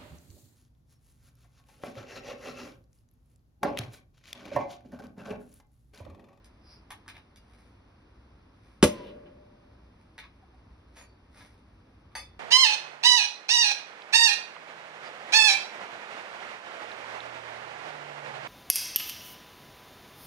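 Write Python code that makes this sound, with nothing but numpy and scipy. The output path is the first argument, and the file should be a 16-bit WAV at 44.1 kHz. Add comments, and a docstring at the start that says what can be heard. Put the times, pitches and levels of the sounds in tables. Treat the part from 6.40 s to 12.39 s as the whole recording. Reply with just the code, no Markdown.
"""The cork of a sparkling wine bottle pops: broadband crack, damped neck resonances and turbulent hiss.
The balcony walls and the houses opposite return it as discrete reflections and decaying diffuse sound.
Before it, a wire cage is taken off and laid on the ledge; after it, the cork is put down, a wine glass
is picked up and the bottle's neck clinks on it: grainy contacts drive resonant bodies and glass modes.
Behind lie filtered noise for a quiet town and two faint distant hoots."""
import sys
import numpy as np
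from scipy import signal
from scipy.fft import rfft, irfft, next_fast_len
from scipy.io import wavfile
from scipy.ndimage import map_coordinates

SR = 44100
rng = np.random.default_rng(int(sys.argv[2]) if len(sys.argv) > 2 else 0)


def store_pcm(level_fs):
    """Save levels as 16-bit WAV."""
    pcm = np.round(np.clip(level_fs, -1, 1) * 32767).astype(np.int16)
    wavfile.write(sys.argv[1], SR, np.atleast_2d(pcm).T)


N = 264247

# All levels are relative. Spectral density means power per Hz, before scaling to unit rms.

POP_S = 2.4271  # the cork leaves the neck
# gas swinging in the neck: f/Hz, level/dB, rise/s, t60/s
NECK_MODES = [(282, 4, .0014, .018), (222, -17, .0018, .11), (340, -20, .006, .11), (74, -21, .0044, .12),
              (564, -13, .005, .075), (482, -20, .005, .12)]
# snap of the cork's edge in the bottle's mouth: f/Hz, level/dB, rise/s, t60/s
SNAP_MODES = [(1090, -11, .0003, 0.016), (3018, -17.5, 0.00019, .03)]
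# crack of the seal: f/Hz, spectral density/dB
CRACK_SPECTRUM = [(300, -14), (600, -5.5), (820, 0), (1080, 5), (1500, -0.5), (2200, 3.5), (3000, 4),
                  (4200, -2), (6000, 3), (8000, 3.5), (10000, 0), (13000, -1)]

# hollow ring that lingers after the pop: f/Hz, level/dB, rise/s, t60/s
HOLLOW_MODES = [(598, -20, .045, 0.33), (597, -41, .07, 1.8)]
HOLLOW_STRAY_HZ = 3  # scale of its random pitch
HOLLOW_PHASE_RAD = 2.2  # phase difference between the two ports
# thump rolling round the yard: f/Hz, spectral density/dB
BOOM_SPECTRUM = [(90, -22.5), (200, -3), (350, 2.5), (560, 0), (680, -23.5), (1200, -50)]
BOOM_DB, BOOM_RISE_S, BOOM_T60_S = -38.5, 0.1, 1.25

# gas streams out after the cork; the release is the time to fall by 60 dB
GAS_S, GAS_ATTACK_S, GAS_HOLD_S, GAS_RELEASE_S = 2.445, 0.07, 0.08, 0.5
HISS_DB, WHISTLE_DB = -61.5, -52  # at full flow
WHISTLE_HZ, SAG_HZ_PER_S = 1050, 600  # pitch at full flow, and its fall as the pressure drops
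WHISTLE_BEND = 0.055  # share of the pitch lost at no flow
WHISTLE_FADE_DB_PER_S = 55  # the whistle dies before the hiss
# hiss of the gas: f/Hz, spectral density/dB
HISS_SPECTRUM = [(600, -13.5), (2000, 4), (3000, -1.5), (4400, -1), (6000, -8.5), (10000, -22),
                 (13000, -30.5)]

# a short bright echo of the pop off the fronts opposite
POP_ECHO_S, POP_ECHO_HALF_S, POP_ECHO_DB = 2.67, 0.022, -61
# bright part of that echo: f/Hz, spectral density/dB
POP_ECHO_SPECTRUM = [(2000, -25), (2850, 5), (3300, -3), (3900, -5), (6000, -27.5)]

# small knocks of wire cage, cork and glass: t/s, level/dB, low knock/dB, bright tick/dB
TAPS_TABLE = [(0.0439, -52, -18, 7), (0.5046, -38, -3, -1), (0.5072, -35, -2, -9), (0.662, -58, 7, -16),
              (0.6795, -37, -21, -4), (0.6852, -40, -18, -6), (0.7435, -46, -4, -13),
              (0.7524, -44, -4, -18), (0.7674, -45, -6, -14), (0.960, -55, -22, 5),
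              (3.7798, -35, -20.5, -11), (3.787, -36, -21, -15), (3.824, -46, -6, -23),
              (3.839, -43.5, -6, -27), (4.9867, -60, -6, 7), (5.007, -44, -12, -18),
              (5.1775, -56.5, -15, -6), (5.718, -62, 9, -21)]
# the low body of a tap: f/Hz, spectral density/dB
KNOCK_SPECTRUM = [(300, -16), (650, -12), (850, 1), (1080, 3), (1500, -3.5), (4000, -30)]
# its middle: f/Hz, spectral density/dB
CLACK_SPECTRUM = [(600, -17), (1350, -10), (1680, 1.5), (1950, -2.5), (2250, -1), (3100, -11), (3750, -5.5),
                  (4500, -14.5), (6000, -19), (10000, -50)]
# its bright edge: f/Hz, spectral density/dB
TICK_SPECTRUM = [(1500, -38.5), (3500, 2.5), (5200, 6), (7000, 4), (10000, 3), (13000, -1)]
PING_S = 0.963  # the wire cage rings once in the hand
# ring of the wire cage: f/Hz, level/dB, rise/s, t60/s
CAGE_MODES = [(2830, -69, .003, 0.12), (4867, -61, 0.0073, 0.11), (9100, -74, .003, .08)]

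# the bottle's neck chatters on the rim of the glass: t/s, ring level/dB, click level/dB
RIM_CLINKS = [(5.752, -37.5, -35.5), (5.7567, -51, -42), (5.7703, -43, -48), (5.798, -53, -55)]
# the foot judders on the ledge as the glass is lifted: t/s, ring level/dB, scrape level/dB
FOOT_DRAGS = [(4.5564, -65.5, -61), (4.579, -63, -62), (4.595, -64.5, -56), (4.612, -62, -48)]
# modes of the glass: f/Hz, level struck on the rim/dB, level dragged by the foot/dB, t60/s
GLASS_MODES = [(544.7, -9, -2, 0.17), (1220, -3, -12, 0.087), (2000, 2, -12, 0.045), (2372, -18, 3, 0.17),
               (2570, -8.5, -10, 0.21), (3040, -12, -10, .12), (3520, -9.5, -23, 0.31), (4495, 3, -10, .08),
               (4530, -20, -4, 0.42), (4930, -2.5, -19, 0.16), (5110, -11.5, -17, 0.23),
               (6207, 2.5, -3, 0.12), (6450, -14, 2, 0.15), (6800, -25, 9, 0.11), (7700, -10, -18, 0.19),
               (8400, -12, -16, .15), (8683, -3, -17, 0.1), (9432, -12, -17, 0.17), (9830, -12, -3, 0.16),
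               (10950, -5.5, -12, 0.12), (11650, -12, -7, 0.13)]
# clicks and scrapes on the glass: f/Hz, spectral density/dB
CONTACT_SPECTRUM = [(300, -20), (550, -5), (950, 7.5), (1400, -5), (1850, 9), (2400, -4), (3000, -2),
                    (4000, -16), (10000, -8.5), (13000, -18)]
GLASS_STRAY_HZ, GLASS_FLUTTER_DB = 34, 2.6  # touch blurs and shakes each mode: random scales

CHIRP_S, CHIRP_DB, CHIRP_T60_S = 5.756, -43, 0.17  # an airy note rises as the bottle tips
CHIRP_FROM_HZ, CHIRP_TO_HZ, CHIRP_GLIDE_S = 1500, 2390, 0.028

SLIDE_S, SLIDE_HALF_S, SLIDE_DB = 0.31, 0.044, -62  # one stroke of wire off the foil
# wire on foil: f/Hz, spectral density/dB
WIRE_SPECTRUM = [(1500, -8.5), (3800, -12.5), (4600, -1.5), (4950, 8), (5300, -5), (5600, 2.5), (6300, -48),
                 (10000, -15.5), (13000, -23)]
# hands and shirt rubbing: middle t/s, half length/s, level/dB
RUB_STROKES = [(1.179, 0.091, -70.5), (2.288, 0.063, -73.5), (4.585, 0.025, -56), (4.986, 0.035, -56.5),
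               (5.095, 0.043, -68)]
# cloth: f/Hz, spectral density/dB
CLOTH_SPECTRUM = [(200, -7.5), (500, 5), (1000, 4.5), (2000, 7), (3000, 0), (5200, 0), (7000, -6.5),
                  (10000, -2), (13000, -11.5)]
FIDGET_DB = -84  # faint rustle throughout

# reflections off near walls, floor and ceiling: delay/s, level/dB, left port lag/ms
WALL_PATHS = [(.0056, -8, .03), (.008, -11, -.04), (0.0103, -7.5, .07), (0.0123, -5.5, -.03),
              (.0137, -9, .08), (0.0207, -15, -.06)]
POP_LAG_MS, HANDLING_LAG_MS = 0.04, 0.035  # how much later the left port hears bottle and ledge
# decay of the balcony: f/Hz, t60/s
BALCONY_DECAY = [(100, .3), (400, 0.22), (2000, 0.19), (5000, 0.19), (11000, 0.13)]
# decay of the yard: f/Hz, t60/s
YARD_DECAY = [(100, 1.9), (500, 1.7), (2000, 1.2), (5000, 0.11), (11000, 0.93)]
# tone of the yard: f/Hz, level/dB
YARD_RESPONSE = [(60, -3), (300, -10.5), (520, -5), (600, -2.5), (820, -3), (1100, -4.5), (2000, -1.5),
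                 (4000, 1.5), (6000, -5), (11000, -21)]
# echoes off the fronts opposite: delay/s, level against the yard's ring/dB
HOUSE_ECHOES = [(0.235, -17), (0.422, -19.5)]
# likeness of diffuse sound at left and right: f/Hz, correlation/1
PORT_LIKENESS = [(150, 0.58), (400, 0.32), (1000, 0.51), (2500, 0.067), (10000, 0.1)]

# two faint far-off hoots: middle t/s, f/Hz, level/dB
HOOT_NOTES = [(4.036, 762, -58), (4.147, 753, -60)]
HOOT_HALF_S = 0.0067
# distant town: f/Hz, spectral density/dB
TOWN_SPECTRUM = [(20, -19.5), (40, -6.5), (62, 6), (78, -2.5), (97, -0.5), (135, -9), (275, -8),
                 (400, -15.5), (720, -20.5), (1050, -19.5), (2000, -27.5), (3050, -33.5), (5100, -35),
                 (8000, -52.5), (12000, -53)]

# mid response, where the ports cancel in two narrow bands: f/Hz, level/dB
MID_RESPONSE = [(2400, 0), (2950, -6), (3500, 0), (6100, 0.5), (6900, -13.5), (7900, -17), (8700, 0.5)]
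# side response, the phone's stereo width: f/Hz, level/dB
SIDE_RESPONSE = [(100, -18), (240, -20), (330, -5), (450, -1), (600, 2.5), (1000, 1), (1800, -3),
                 (2800, 6.5), (4200, -3), (6000, -2.5), (7500, -1), (9200, -2), (10800, -10.5)]
GAIN_DB, TOP_HZ = 2, 11950  # gain before the peaks are rounded, and upper band limit


def pop():
    """Sudden release: the seal cracks, gas resonates in the neck, a puff follows; bright part and thump."""
    snap = swing(SNAP_MODES, since(POP_S))
    crack = noise(CRACK_SPECTRUM) * bursts([POP_S], [-12], t60=0.035) + snap
    puff = noise(CRACK_SPECTRUM) * bursts([POP_S], [-26.5], t60=0.19)
    thump = -swing(NECK_MODES, since(POP_S + 0.0017))
    return crack + puff, thump


def afterring():
    """Build-up and decay of resonance: a hollow, unsteady note and a low diffuse boom follow the pop."""
    t = since(POP_S)
    hollow = np.zeros(N)
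    for hz, db, rise, t60 in HOLLOW_MODES:
        hollow += amp(db) * bloom(t, rise, t60) * wavering(hz, HOLLOW_STRAY_HZ, rate=70)
    rumble = diffuse(np.array([noise(BOOM_SPECTRUM), noise(BOOM_SPECTRUM)]))
    boom = amp(BOOM_DB) * bloom(t, BOOM_RISE_S, BOOM_T60_S) * rumble
    # half the phase difference goes to each port
    at_ports = filtered(hollow, lambda hz: np.exp(np.array([[.5j], [-.5j]]) * HOLLOW_PHASE_RAD))
    return at_ports * amp(2.0 * np.array([wobble(29), wobble(25)])), boom


def gas():
    """Jet noise and lip tone: gas hisses unevenly; pitch rises with flow and sags with pressure."""
    full_s = GAS_S + GAS_ATTACK_S
    attack = np.minimum(since(GAS_S) / GAS_ATTACK_S, 1)
    flow = attack * fade(since(full_s + GAS_HOLD_S), GAS_RELEASE_S)

    draining = np.minimum(since(full_s), GAS_HOLD_S)
    whistle_hz = (WHISTLE_HZ - SAG_HZ_PER_S * draining) * (1 - WHISTLE_BEND * (1 - flow))
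    unsteady_hz = whistle_hz * (1 + 0.024 * wobble(200))
    whistle_db = WHISTLE_DB - WHISTLE_FADE_DB_PER_S * since(full_s) + 2.3 * wobble(60)
    whistle = amp(whistle_db) * np.sin(2 * np.pi * np.cumsum(unsteady_hz) / SR)

    fizz = coloured(grains(6000, spread_db=3), HISS_SPECTRUM) * amp(HISS_DB + 1.2 * wobble(76))
    return flow * (fizz + whistle)


def pop_echo():
    """Scattered reflection: the pop's bright echo off the fronts opposite, as a swell of random grains."""
    scattered = coloured(grains(1400, spread_db=5.5), POP_ECHO_SPECTRUM)
    return scattered * amp(POP_ECHO_DB) * swell(POP_ECHO_S, POP_ECHO_HALF_S)


def taps():
    """Impact excitation: sprays of tiny contacts drive a low, a middle and a bright body."""
    s, db, knock_db, tick_db = np.transpose(TAPS_TABLE)
    contacts = unit(grains(15000, spread_db=1.5) * amp(2.7 * wobble(900)))
    knock = resonate(contacts * bursts(s, db + knock_db - 3.5, t60=0.016), KNOCK_SPECTRUM)
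    clack = resonate(contacts * bursts(s, db - 9.0, t60=0.037), CLACK_SPECTRUM)
    tick = resonate(contacts * bursts(s, db + tick_db - 4.0, t60=0.021), TICK_SPECTRUM)
    return knock + clack + tick + swing(CAGE_MODES, since(PING_S))


def glass():
    """Modal excitation: each touch clicks and rings the glass; rim and foot favour different modes."""
    rim_s, rim_db, click_db = np.transpose(RIM_CLINKS)
    foot_s, foot_db, scrape_db = np.transpose(FOOT_DRAGS)
    touch_s = np.r_[rim_s, foot_s]
    ring = np.zeros(N)
    for hz, by_rim_db, by_foot_db, t60 in GLASS_MODES:
        struck = bursts(touch_s, np.r_[rim_db + by_rim_db, foot_db + by_foot_db], t60)
        flutter = amp(GLASS_FLUTTER_DB * wobble(130) - 8.5)
        ring += struck * flutter * wavering(hz, GLASS_STRAY_HZ, rate=260)
    touches = bursts(touch_s, np.r_[click_db, scrape_db], t60=0.022)
    return ring + resonate(grains(9000, spread_db=1) * touches, CONTACT_SPECTRUM)


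def chirp():
    """Gliding resonance: an airy rising note, perhaps air in the neck as the wine runs into it."""
    t = since(CHIRP_S)
    hz = CHIRP_TO_HZ - (CHIRP_TO_HZ - CHIRP_FROM_HZ) * np.exp(-t / CHIRP_GLIDE_S)
    envelope = amp(CHIRP_DB) * np.minimum(t / CHIRP_GLIDE_S, 1) * fade(t, CHIRP_T60_S)
    return envelope * wavering(hz, 50.1, rate=700)


def rubbing():
    """Stick-slip friction: random slips as wire slides off the foil and hands and clothes shift."""
    wire = coloured(grains(2500, spread_db=2), WIRE_SPECTRUM)
    cloth = coloured(grains(2000, spread_db=3.5) * amp(2.5 * wobble(220)), CLOTH_SPECTRUM)
    strokes = sum(amp(db - 5.5) * swell(s, half) for s, half, db in RUB_STROKES)
    slide = wire * amp(SLIDE_DB) * swell(SLIDE_S, SLIDE_HALF_S)
    return slide + cloth * (strokes + amp(FIDGET_DB))


def near_walls(x, direct_lag_ms, walls_db):
    """Image paths: direct sound and first reflections reach the two ports with their own lags."""
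    paths = [(0.00027, 0, direct_lag_ms)]
    paths += [(delay, db + walls_db, lag) for delay, db, lag in WALL_PATHS]
    half = np.array([[1], [-1]]) / 2000  # half of each lag to each port, ms to s
    t = np.arange(-SR // 20, SR // 20 + 1) / SR
    # a sinc places each path between samples
    response = sum(amp(db) * np.sinc(SR * (t - delay - half * lag)) for delay, db, lag in paths)
    return np.array([signal.fftconvolve(x, port, mode="same") for port in response])


def reverb(x, decay, rise):
    """Diffuse-field decay: a noise tail builds up, then each frequency dies at its own speed."""
    hz, t, z = signal.stft(rng.standard_normal((2, 3 * SR // 2)), SR, nperseg=256)
    tail = signal.istft(z * fade(t, along(decay, hz)[:, None]), SR, nperseg=256)[1]
    tail = tail * (1 - np.exp(-(np.arange(tail.shape[1]) / SR / rise) ** 2))
    tail = tail / np.linalg.norm(tail[0])
    return diffuse(signal.fftconvolve(x[None], tail, axes=1)[:, :N])


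def yard(x):
    """Late reverberation and echo: the yard rings on and house fronts return dull, blurred echoes."""
    far = filtered(x, lambda hz: amp(along(YARD_RESPONSE, hz) - 17))
    dull_hz = 3500

    def fronts(hz):
        """Pure delays as phase rotation, behind a low-pass."""
        delays = sum(amp(db) * np.exp(-2j * np.pi * hz * delay) for delay, db in HOUSE_ECHOES)
        return delays / (1 + (hz / dull_hz) ** 4)

    echoes = filtered(far, fronts)
    return reverb(far, YARD_DECAY, rise=0.0067) + reverb(echoes, BALCONY_DECAY, rise=0.0095)


def hoots():
    """Tone bursts: short soft sines from somewhere in the town."""
    t = np.arange(N) / SR
    return sum(amp(db) * swell(s, HOOT_HALF_S) * np.sin(2 * np.pi * hz * t) for s, hz, db in HOOT_NOTES)


def town():
    """Diffuse filtered noise: far traffic as a low rumble whose level drifts a little."""
    rumble = unit(diffuse(np.array([noise(TOWN_SPECTRUM), noise(TOWN_SPECTRUM)])))
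    return rumble * amp(-58.0 + 0.74 * wobble(2.1))


def amp(db):
    """Logarithmic level: decibels to gain."""
    return 10 ** (np.asarray(db) / 20)


def unit(x):
    """Normalisation to rms 1."""
    return x / np.sqrt(np.mean(x ** 2) + 1e-20)


def along(points, hz):
    """Interpolation of (f/Hz, value) points on a log frequency axis."""
    f, v = np.transpose(points)
    return np.interp(np.log(hz + 1), np.log(f), v)


def since(s):
    """Causal time: seconds since s, zero before it."""
    return np.maximum(np.arange(N) / SR - s, 0)


def fade(t, t60):
    """Exponential damping: 60 dB in t60."""
    return np.exp(-np.log(1000) * t / t60)


def bloom(t, rise, t60):
    """Resonant build-up followed by exponential damping."""
    return (1 - np.exp(-(t / rise) ** 2)) * fade(t, t60)


def swell(s, half):
    """Gaussian envelope: a bell around s."""
    return np.exp(-((np.arange(N) / SR - s) / half) ** 2 / 2)


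def bursts(times, levels_db, t60):
    """Impulsive onset: an envelope that jumps at each time and dies away."""
    envelope, tail = np.zeros(N + SR), fade(np.arange(SR // 2) / SR, t60)
    for s, db in zip(times, levels_db):
        envelope[round(s * SR):][:len(tail)] += amp(db) * tail
    return envelope[:N]


def swing(modes, t):
    """Modal superposition: resonances that build up and die."""
    return sum(amp(db) * bloom(t, rise, t60) * np.sin(2 * np.pi * hz * t) for hz, db, rise, t60 in modes)


def wobble(rate):
    """Random modulation: normal knots, rate a second, joined by straight lines."""
    knots = rng.standard_normal(int(N * rate / SR) + 4)
    return map_coordinates(knots, [np.arange(N) * rate / SR], order=1)


def wavering(hz, stray_hz, rate):
    """Frequency modulation: a sine whose pitch strays at random, rate knots a second."""
    cycles = np.cumsum(hz + stray_hz * wobble(rate)) / SR
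    return np.sin(2 * np.pi * (cycles + rng.random()))


def grains(rate, spread_db):
    """Random impulses: rate a second on average, of very unequal sizes, rms 1."""
    slips = rng.random(N) < rate / SR
    return unit(slips * rng.standard_normal(N) * amp(spread_db * rng.standard_normal(N)))


def filtered(x, response):
    """Linear filtering: the spectrum of x times a response of frequency."""
    size = next_fast_len(N + SR // 2)
    return irfft(rfft(x, size) * response(np.fft.rfftfreq(size, 1 / SR)), size)[..., :N]


def coloured(x, spectrum):
    """Spectral shaping of x, scaled to rms 1."""
    return unit(filtered(x, lambda hz: amp(along(spectrum, hz))))


def noise(spectrum):
    """Coloured Gaussian noise of rms 1."""
    return coloured(rng.standard_normal(N), spectrum)


def resonate(x, spectrum):
    """Minimum-phase resonance: x rings through a body; white noise keeps its rms."""
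    log_gain = np.log(unit(amp(along(spectrum, np.abs(np.fft.fftfreq(2048, 1 / SR))))))
    # the Hilbert transform of the log gain gives the minimum phase
    response = np.fft.ifft(np.exp(np.conj(signal.hilbert(log_gain)))).real
    return signal.fftconvolve(x, response)[:N]


def diffuse(x):
    """Spatial coherence: two unrelated channels gain the likeness of two close ports."""
    turn = lambda hz: np.arccos(np.clip(along(PORT_LIKENESS, hz), -1, 1)) / 2
    mid, side = filtered(x, lambda hz: np.array([np.cos(turn(hz)), np.sin(turn(hz))]))
    return np.array([mid + side, mid - side])


def scene():
    """Superposition: all sources on the balcony, answered by its walls and by the yard."""
    crack, thump = pop()
    hollow, boom = afterring()
    airy = gas() + pop_echo()
    handling = taps() + glass() + chirp() + rubbing()
    direct = crack + thump + handling
    close_pop = near_walls(crack + thump, POP_LAG_MS, walls_db=0.2)
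    close_handling = near_walls(handling, HANDLING_LAG_MS, walls_db=-3.0)
    # the open balcony holds the crack better than the low thump
    sent = amp(-11.0) * crack + amp(-13.5) * thump + amp(-2.0) * handling + amp(-3.0) * airy
    balcony = reverb(sent, BALCONY_DECAY, rise=0.011)
    lingering = (hollow + airy) * amp([[1.8], [-1.8]])  # stronger on the left
    return close_pop + close_handling + balcony + yard(direct) + lingering + boom + hoots() + town()


def record(dry):
    """Mid-side pick-up: the phone narrows the bass, colours mid and side, rounds peaks, limits the band."""
    mid = filtered((dry[0] + dry[1]) / 2, lambda hz: amp(along(MID_RESPONSE, hz)))
    side = filtered((dry[0] - dry[1]) / 2, lambda hz: amp(along(SIDE_RESPONSE, hz)))
    pair = amp(GAIN_DB) * np.array([mid + side, mid - side])
    rounded = pair / (1 + (pair / .92) ** 8) ** (1 / 8)
    return filtered(rounded, lambda hz: 1 / np.sqrt(1 + (hz / TOP_HZ) ** 160))


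dry = scene()
out = record(dry)
store_pcm(out)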